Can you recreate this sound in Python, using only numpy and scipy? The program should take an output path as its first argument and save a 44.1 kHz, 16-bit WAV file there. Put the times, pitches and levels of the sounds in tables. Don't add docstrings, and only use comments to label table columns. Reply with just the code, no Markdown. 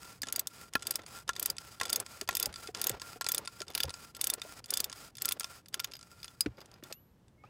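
import sys
import numpy as np
from scipy import signal
from scipy.fft import rfft, irfft, next_fast_len
from scipy.io import wavfile
from scipy.ndimage import uniform_filter1d

SR = 44100
rng = np.random.default_rng(int(sys.argv[2]) if len(sys.argv) > 2 else 0)


def transcribe(u):
    v = np.clip(np.atleast_2d(u).T, -1, 1)
    q = np.round(v * 32767).astype(np.int16)
    wavfile.write(sys.argv[1], SR, q)


N = 330309


def undb(db):
    return 10 ** (np.asarray(db) / 20)

def unit(x):
    return x / np.sqrt(np.mean(x ** 2))

def peak(x):
    return x / np.sqrt(4 * np.max(uniform_filter1d(x ** 2, size=64)))

def fade(t, t60):
    return np.exp(-np.log(1000) * t / t60)

def add(out, start, x):
    i = int(start * SR)
    out[i:i + len(x)] += x[:N - i]

def filtered(x, order, hz, kind="low"):
    return signal.lfilter(*signal.butter(order, hz, kind, fs=SR), x)

def colour(x, spectrum):
    hz, db = np.transpose(spectrum)
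    size = next_fast_len(len(x), real=True)
    f = np.maximum(np.arange(size // 2 + 1) * SR / size, 1)
    gain = undb(np.interp(np.log(f), np.log(hz), db))
    return irfft(rfft(x, size) * gain, size)[:len(x)]

def wander(rate):
    hold = int(SR / rate)
    return uniform_filter1d(np.repeat(rng.standard_normal(N // hold + 1), hold), hold)[:N]

def ring(modes, t, scatter_db, detune):
    hz, db, t60 = np.transpose(modes)[:, :, None]
    strength, tuning, damping = rng.standard_normal((3, len(modes), 1))
    envelope = undb(db + scatter_db * strength) * fade(t, t60 * undb(-scatter_db * np.abs(damping)))
    return np.sum(envelope * np.sin(2 * np.pi * hz * (1 + detune * tuning) * t), axis=0)

def excite(force, response):
    return signal.fftconvolve(force, response)[:len(force)]

def strokes(starts, ends, levels_db, bluntness):
    out, t = np.zeros(N), np.arange(N) / SR
    for start, end, db in zip(starts, ends, levels_db):
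        speed = np.sin(np.pi * np.clip((t - start) / (end - start), 0, 1))
        out += undb(db) * speed ** bluntness * (t < end) * (t > start)
    return out

# (frequency [Hz], level [dB], t60 [s])
STEEL_MODES = [(3565, -14.5, 0.044), (4844, -7.5, 0.022), (5162, -3.5, 0.0094), (6640, -16, 0.035),
               (7900, -15, 0.028), (9510, -6, 0.019), (10710, -8, 0.021), (12110, -4, 0.02),
               (15280, -11.5, 0.0073)]
CAP_MODES = [(1076, -7.5, 0.058), (1380.3, -1, 0.083), (1687, -1.5, 0.026), (1910, -5.5, 0.018),
             (2506, -7, 0.025)]
LOOSE_CAP_DB, FREED_CAP_DB = -15.5, -33
TICK_TREBLE_DB, CLACK_TREBLE_DB = -20, -12

def strikes(levels_db, cap_db, treble_db, chatter_s):
    t = np.arange(2048) / SR
    noise = rng.standard_normal((len(levels_db), 3, len(t)))
    steel, cap = np.empty((2, len(levels_db), len(t)))
    for k, (steel_force, _, cap_force) in enumerate(noise):
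        steel[k] = peak(excite(steel_force * fade(t, chatter_s), ring(STEEL_MODES, t, 4.5, .012)))
        cap[k] = peak(excite(cap_force * fade(t, .02), ring(CAP_MODES, t, 3, .004)))
    scattered = noise[:, 1] * (undb(-5.5) * fade(t, .015) + undb(-23) * fade(t, .069))
    steel = filtered(steel + scattered, 2, 2200, "high")
    body = filtered(steel, 4, 8500)
    blows = body + undb(treble_db)[..., None] * (steel - body) + undb(cap_db)[..., None] * cap
    blows *= 1 - np.exp(-t / .00046)
    taper = np.cos(np.pi / 2 * t / t[-1])
    return [undb(db) * peak(blow) * taper for db, blow in zip(levels_db, blows)]

def friction(spectrum, grain_db, flicker_db, cap_db, steel_db):
    t = np.arange(4096) / SR
    noise = rng.standard_normal((2, N))
    hiss, grit = noise * undb(grain_db * rng.exponential(size=N) + flicker_db * wander(90))
    cap = unit(excite(grit, ring(CAP_MODES[1::3], t, 0, 0)))
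    steel = unit(excite(grit, ring(STEEL_MODES[1:5], t, 0, 0)))
    return unit(colour(hiss, spectrum)) + undb(cap_db) * cap + undb(steel_db) * steel

# (frequency [Hz], relative density [dB])
AIR_SPECTRUM = [(25, -19.5), (60, -14.5), (110, -12), (190, -17.5), (500, -28.5), (2500, -44), (16000, -56)]

def distant_traffic():
    noise = unit(colour(rng.standard_normal(N), AIR_SPECTRUM))
    rumble = filtered(noise, 2, 180)
    return undb(-63) * (noise - rumble + undb(1 + .94 * wander(3.4)) * rumble)

# (swing start [s], pull start [s], pull end [s], drag level [dB], rasp level [dB], pawl treble [dB])
STROKES = [(-.3, -0.045, 0.2, -54, -53.5, 3), (0.22, 0.488, 0.7, -55.5, -52.5, 3),
           (0.728, 1.049, 1.24, -55, -51.5, 1.5), (1.273, 1.577, 1.8, -54.5, -53, 3.5),
           (1.797, 2.041, 2.26, -49, -51.5, 4.5), (2.273, 2.544, 2.72, -50, -51.5, 3.5),
           (2.742, 2.997, 3.19, -48.5, -51.5, 1.5), (3.199, 3.46, 3.66, -52, -57.5, 1),
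           (3.666, 3.914, 4.125, -52.5, -53.5, -6), (4.139, 4.408, 4.56, -55, -52.5, 3),
           (4.664, 4.931, 5.11, -55, -51, 6.5), (5.183, 5.384, 5.62, -55.5, -52.5, 2.5),
           (5.724, 5.957, 6.47, -57.5, -63, -10.5)]
# (start [s], end [s], drag level [dB], rasp level [dB])
HANDLING = [(4.55, 4.605, -60, -54), (6.41, 6.49, -61, -68), (6.447, 6.806, -60.5, -80),
            (6.827, 6.93, -58.5, -61), (6.898, 6.917, -51, -75), (7.436, 7.566, -60, -87)]
# (frequency [Hz], relative density [dB])
RASP_SPECTRUM = [(200, 7), (1500, 6), (5000, 0), (8000, 2.5), (13000, -3.5), (16000, -2.5)]

def thread_rasp():
    spans = np.vstack([np.array(STROKES)[:, [1, 2, 4]], np.array(HANDLING)[:, [0, 1, 3]]]).T
    rasp = friction(RASP_SPECTRUM, grain_db=3, flicker_db=3, cap_db=-5, steel_db=-7)
    dull = filtered(rasp, 1, 4000)
    return strokes(*spans, bluntness=.65) * dull + strokes(*spans, bluntness=.74) * (rasp - dull)

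# (time [s], peak level [dB])
TOOTH_DROPS = [(0.2186, -23), (0.3247, -18.5), (0.3605, -18), (0.394, -16), (0.4711, -20.5), (0.869, -19.5),
               (0.9084, -16), (0.956, -17), (1.396, -20), (1.427, -18.5), (1.4587, -14), (1.5007, -17),
               (1.8574, -31.5), (1.9002, -22), (1.929, -13), (1.9593, -15.5), (2.0004, -20.5),
               (2.3513, -17), (2.369, -17), (2.3985, -17), (2.4276, -15.5), (2.4576, -17), (2.815, -17),
               (2.8412, -17.5), (2.869, -14.5), (2.8947, -17.5), (3.2871, -17.5), (3.3183, -15.5),
               (3.3466, -16), (3.3799, -17.5), (3.702, -39), (3.7504, -16.5), (3.7774, -20), (3.803, -17),
               (3.833, -15.5), (4.166, -36), (4.2124, -15.5), (4.2414, -16.5), (4.2702, -17.5),
               (4.3001, -15), (4.3371, -18.5), (4.6588, -36.5), (4.7049, -17.5), (4.738, -16.5),
               (4.772, -16.5), (4.8025, -15.5), (4.8425, -19), (5.1692, -36.5), (5.22, -19), (5.255, -15.5),
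               (5.2882, -18), (5.3215, -16), (5.397, -21.5), (5.684, -40), (5.7421, -19), (5.7995, -21.5),
               (5.844, -21.5)]

def pawl():
    out, t = np.zeros(N), np.arange(1024) / SR
    times, db = np.transpose(TOOTH_DROPS)
    swing_starts, *_, treble_db = np.transpose(STROKES)
    stroke = np.searchsorted(swing_starts, times + .025) - 1
    scuffs = filtered(rng.standard_normal((len(times), len(t))), 2, [1200, 6500], "band")
    snaps = strikes(db, cap_db=-24, treble_db=treble_db[stroke], chatter_s=.0054)
    strength, timing = rng.standard_normal((len(times), 2)).T
    ticks = strikes(db - 20.5 + 2.5 * strength, LOOSE_CAP_DB, TICK_TREBLE_DB, chatter_s=.013)
    ticks = filtered(ticks, 2, 6000)
    lead_s = .0062 * np.exp(.32 * timing)
    in_run = np.diff(times, prepend=0) < .062
    for k, when in enumerate(times):
        add(out, when, snaps[k])
        if in_run[k]:
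            rising_scuff = (scuffs[k] * fade(t, .015))[::-1]
            add(out, when - len(t) / SR, undb(db[k] - 19.5) * rising_scuff)
            add(out, when - lead_s[k], ticks[k])
    return out

# (frequency [Hz], relative density [dB])
DRAG_SPECTRUM = [(100, -4), (400, 9), (1500, 0), (5000, -12), (9000, -23.5), (16000, -23)]

def swing_drag():
    spans = np.vstack([np.array(STROKES)[:, [0, 1, 3]], np.array(HANDLING)[:, :3]]).T
    drag = friction(DRAG_SPECTRUM, grain_db=1.5, flicker_db=6, cap_db=-13, steel_db=-19)
    return strokes(*spans, bluntness=.2) * drag

def socket_rattle(contacts=6, ticks_per_s=120):
    starts, pulls, _, drag_db, _, _ = np.transpose(STROKES)
    swing = strokes(starts, pulls - .07, drag_db, bluntness=.2)
    step = 64
    chance, size = rng.random((contacts, N // step, 2)).transpose(2, 0, 1)
    touches = chance < ticks_per_s * step / SR / contacts
    hits = np.zeros((contacts, N))
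    hits[:, :N // step * step:step] = touches * undb(5 - 3 * np.log(size + 1e-9))
    ticks = np.array(strikes(np.zeros(contacts), LOOSE_CAP_DB, TICK_TREBLE_DB, chatter_s=.0038))
    return signal.oaconvolve(hits * swing, ticks, axes=1)[:, :N].sum(axis=0)

# (time [s], level [dB], pitch at the point struck [Hz], relative boom [dB])
KNOCKS = [(.2314, -39, 262, -20), (0.753, -35, 276, -25), (1.4963, -41, 533, -6), (1.981, -39, 553, -7),
          (2.216, -33, 431, -34), (2.465, -32, 560, -4), (2.6872, -33, 482, -26), (2.9008, -29, 540, -7),
          (3.158, -39, 480, -30), (3.391, -38, 580, -10), (3.6073, -33.5, 412, -20), (3.8419, -31, 560, 0),
          (4.448, -38, 654, -24), (6.4604, -20, 290, -8), (6.826, -38.5, 380, -13), (7.4374, -42, 820, -16)]
# (multiple of the pitch [ratio], level [dB], t60 [s])
HOUSING_MODES = [(1, 0, 0.045), (1.5, -5, 0.04)]
# (frequency [Hz], level [dB], t60 [s])
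PANEL_MODES = [(92, -2, .13), (120, -1, 0.15), (165, -9, 0.057)]

def housing_knocks():
    out, t = np.zeros(N), np.arange(12288) / SR
    for when, db, hz, boom_db in KNOCKS:
        noise = filtered(rng.standard_normal(len(t)), 2, [220, 2000], "band")
        modes = np.multiply(HOUSING_MODES, [hz, 1, 1])
        housing = peak(excite(noise * fade(t, .033), ring(modes, t, 2, .03)))
        housing *= 1 - np.exp(-t / .001)
        push = rng.standard_normal(len(t)) * t * fade(t, .1)
        boom = peak(excite(push, ring(PANEL_MODES, t, 2.5, .04)))
        crack = undb(-6) * peak(noise * fade(t, .028))
        add(out, when, undb(db) * (crack + housing + undb(boom_db) * boom))
    return out

# (time [s], peak level [dB])
CLACKS = [(0.232, -24), (0.2703, -32.5), (0.2853, -28.5), (0.7357, -30), (0.753, -14), (0.823, -31.5),
          (1.018, -45), (1.035, -50), (1.063, -35.5), (1.278, -33.5), (1.2914, -16.5), (1.333, -38),
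          (1.3635, -28), (1.5667, -37), (1.583, -25.5), (1.7996, -28), (1.812, -17), (1.833, -26.5),
          (1.881, -36), (1.896, -23.5), (2.063, -33), (2.2122, -23), (2.276, -33.5), (2.289, -16.5),
          (2.3094, -30), (2.328, -35), (2.527, -40), (2.54, -33), (2.559, -30), (2.6731, -31.5),
          (2.7479, -25), (2.7723, -34.5), (2.998, -36.5), (3.017, -28), (3.2107, -22), (3.2182, -28.5),
          (3.244, -27), (3.265, -19.5), (3.45, -38), (3.4564, -36), (3.475, -25), (3.6039, -29),
          (3.6175, -25.5), (3.681, -34), (3.853, -34), (3.894, -29.5), (3.904, -30.5), (3.9401, -29),
          (4.1488, -35), (4.397, -42), (4.4173, -26), (4.6418, -35.5), (4.8977, -33), (4.917, -38),
          (4.9272, -29.5), (5.153, -40), (5.183, -34), (5.2485, -27), (5.281, -28), (5.31, -27),
          (5.407, -24.5), (5.432, -34), (5.4433, -23), (5.659, -44), (5.795, -27), (5.913, -45),
          (5.9186, -37), (5.991, -43), (6.011, -41), (6.0283, -40), (6.201, -47), (6.2439, -30.5),
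          (6.28, -36.5), (6.6578, -46), (6.7148, -46.5), (6.9251, -28.5), (7.2815, -57)]

def slack_clacks():
    out = np.zeros(N)
    times, db = np.transpose(CLACKS)
    dulling_db = .97 * (db - db.max())
    at_reversal = np.any(np.abs(times[:, None] - np.array(STROKES)[:, 0]) < .05, axis=1)
    slack_cap_db = np.where(times > RELEASE_S, FREED_CAP_DB, LOOSE_CAP_DB)
    cap_db = np.where(at_reversal, dulling_db - 3, slack_cap_db)
    treble_db = CLACK_TREBLE_DB + dulling_db + 3.5 * rng.standard_normal(len(times))
    for when, clack in zip(times, strikes(db, cap_db, treble_db, chatter_s=.0025)):
        add(out, when, clack)
    return out

# (frequency [Hz], level [dB], t60 [s])
SOCKET_MODES = [(4920, 2.5, 0.051), (6560, -8.5, .035), (12400, -2.5, .016)]

def socket_ring(db):
    return undb(db) * peak(ring(SOCKET_MODES, np.arange(4096) / SR, 1.4, .002))

# (time [s], tick level [dB])
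CLINKS = [(5.9357, -31.5), (5.953, -38), (5.967, -41.5), (6.2306, -35), (6.2547, -42), (6.571, -55),
          (6.605, -44.5), (6.614, -43), (6.74, -47), (6.8367, -36.5)]

def socket_clinks():
    out = np.zeros(N)
    times, levels_db = np.transpose(CLINKS)
    ticks = strikes(levels_db, FREED_CAP_DB, CLACK_TREBLE_DB, chatter_s=.0029)
    for when, db, tick in zip(times, levels_db, ticks):
        add(out, when, tick)
        add(out, when, socket_ring(db - 4))
    return out

RELEASE_S = 6.4072

def catch_release():
    out = np.zeros(N)
    add(out, RELEASE_S, strikes([-14], FREED_CAP_DB, treble_db=3.5, chatter_s=.006)[0])
    add(out, RELEASE_S, socket_ring(-16))
    return out

# (time [s], frequency [Hz], level [dB], t60 [s])
CHIME = [(6.926, 12000, -56, 0.24), (6.926, 11850, -55, 0.42)]

def socket_chime():
    out, t = np.zeros(N), np.arange(16384) / SR
    for when, hz, db, t60 in CHIME:
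        add(out, when, undb(db) * fade(t, t60) * np.sin(2 * np.pi * hz * t))
    return out

# (start [s], end [s], start frequency [Hz], end frequency [Hz], level [dB])
CHIRPS = [(6.935, 7.003, 2600, 3050, -72), (7.375, 7.45, 2150, 2220, -68), (7.449, 7.487, 2210, 2830, -66)]

def far_bird():
    out = np.zeros(N)
    for start, end, start_hz, end_hz, db in CHIRPS:
        progress = np.linspace(0, 1, int((end - start) * SR))
        phase = 2 * np.pi * np.cumsum(start_hz + (end_hz - start_hz) * progress) / SR
        add(out, start, undb(db) * np.sin(np.pi * progress) ** .5 * np.sin(phase))
    return out

def scene():
    return (distant_traffic() + thread_rasp() + pawl() + swing_drag() + socket_rattle()
            + housing_knocks() + slack_clacks() + socket_clinks() + catch_release()
            + socket_chime() + far_bird())[None]

def record(dry):
    below = signal.sosfiltfilt(signal.butter(12, 15800, fs=SR, output="sos"), dry)
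    shelved = below + undb(-38) * (dry - below)
    top_cut = signal.ellip(10, .2, 80, 16800, fs=SR, output="sos")
    return signal.sosfilt(top_cut, filtered(shelved, 3, 45, "high"))

dry = scene()
out = record(dry)
transcribe(out)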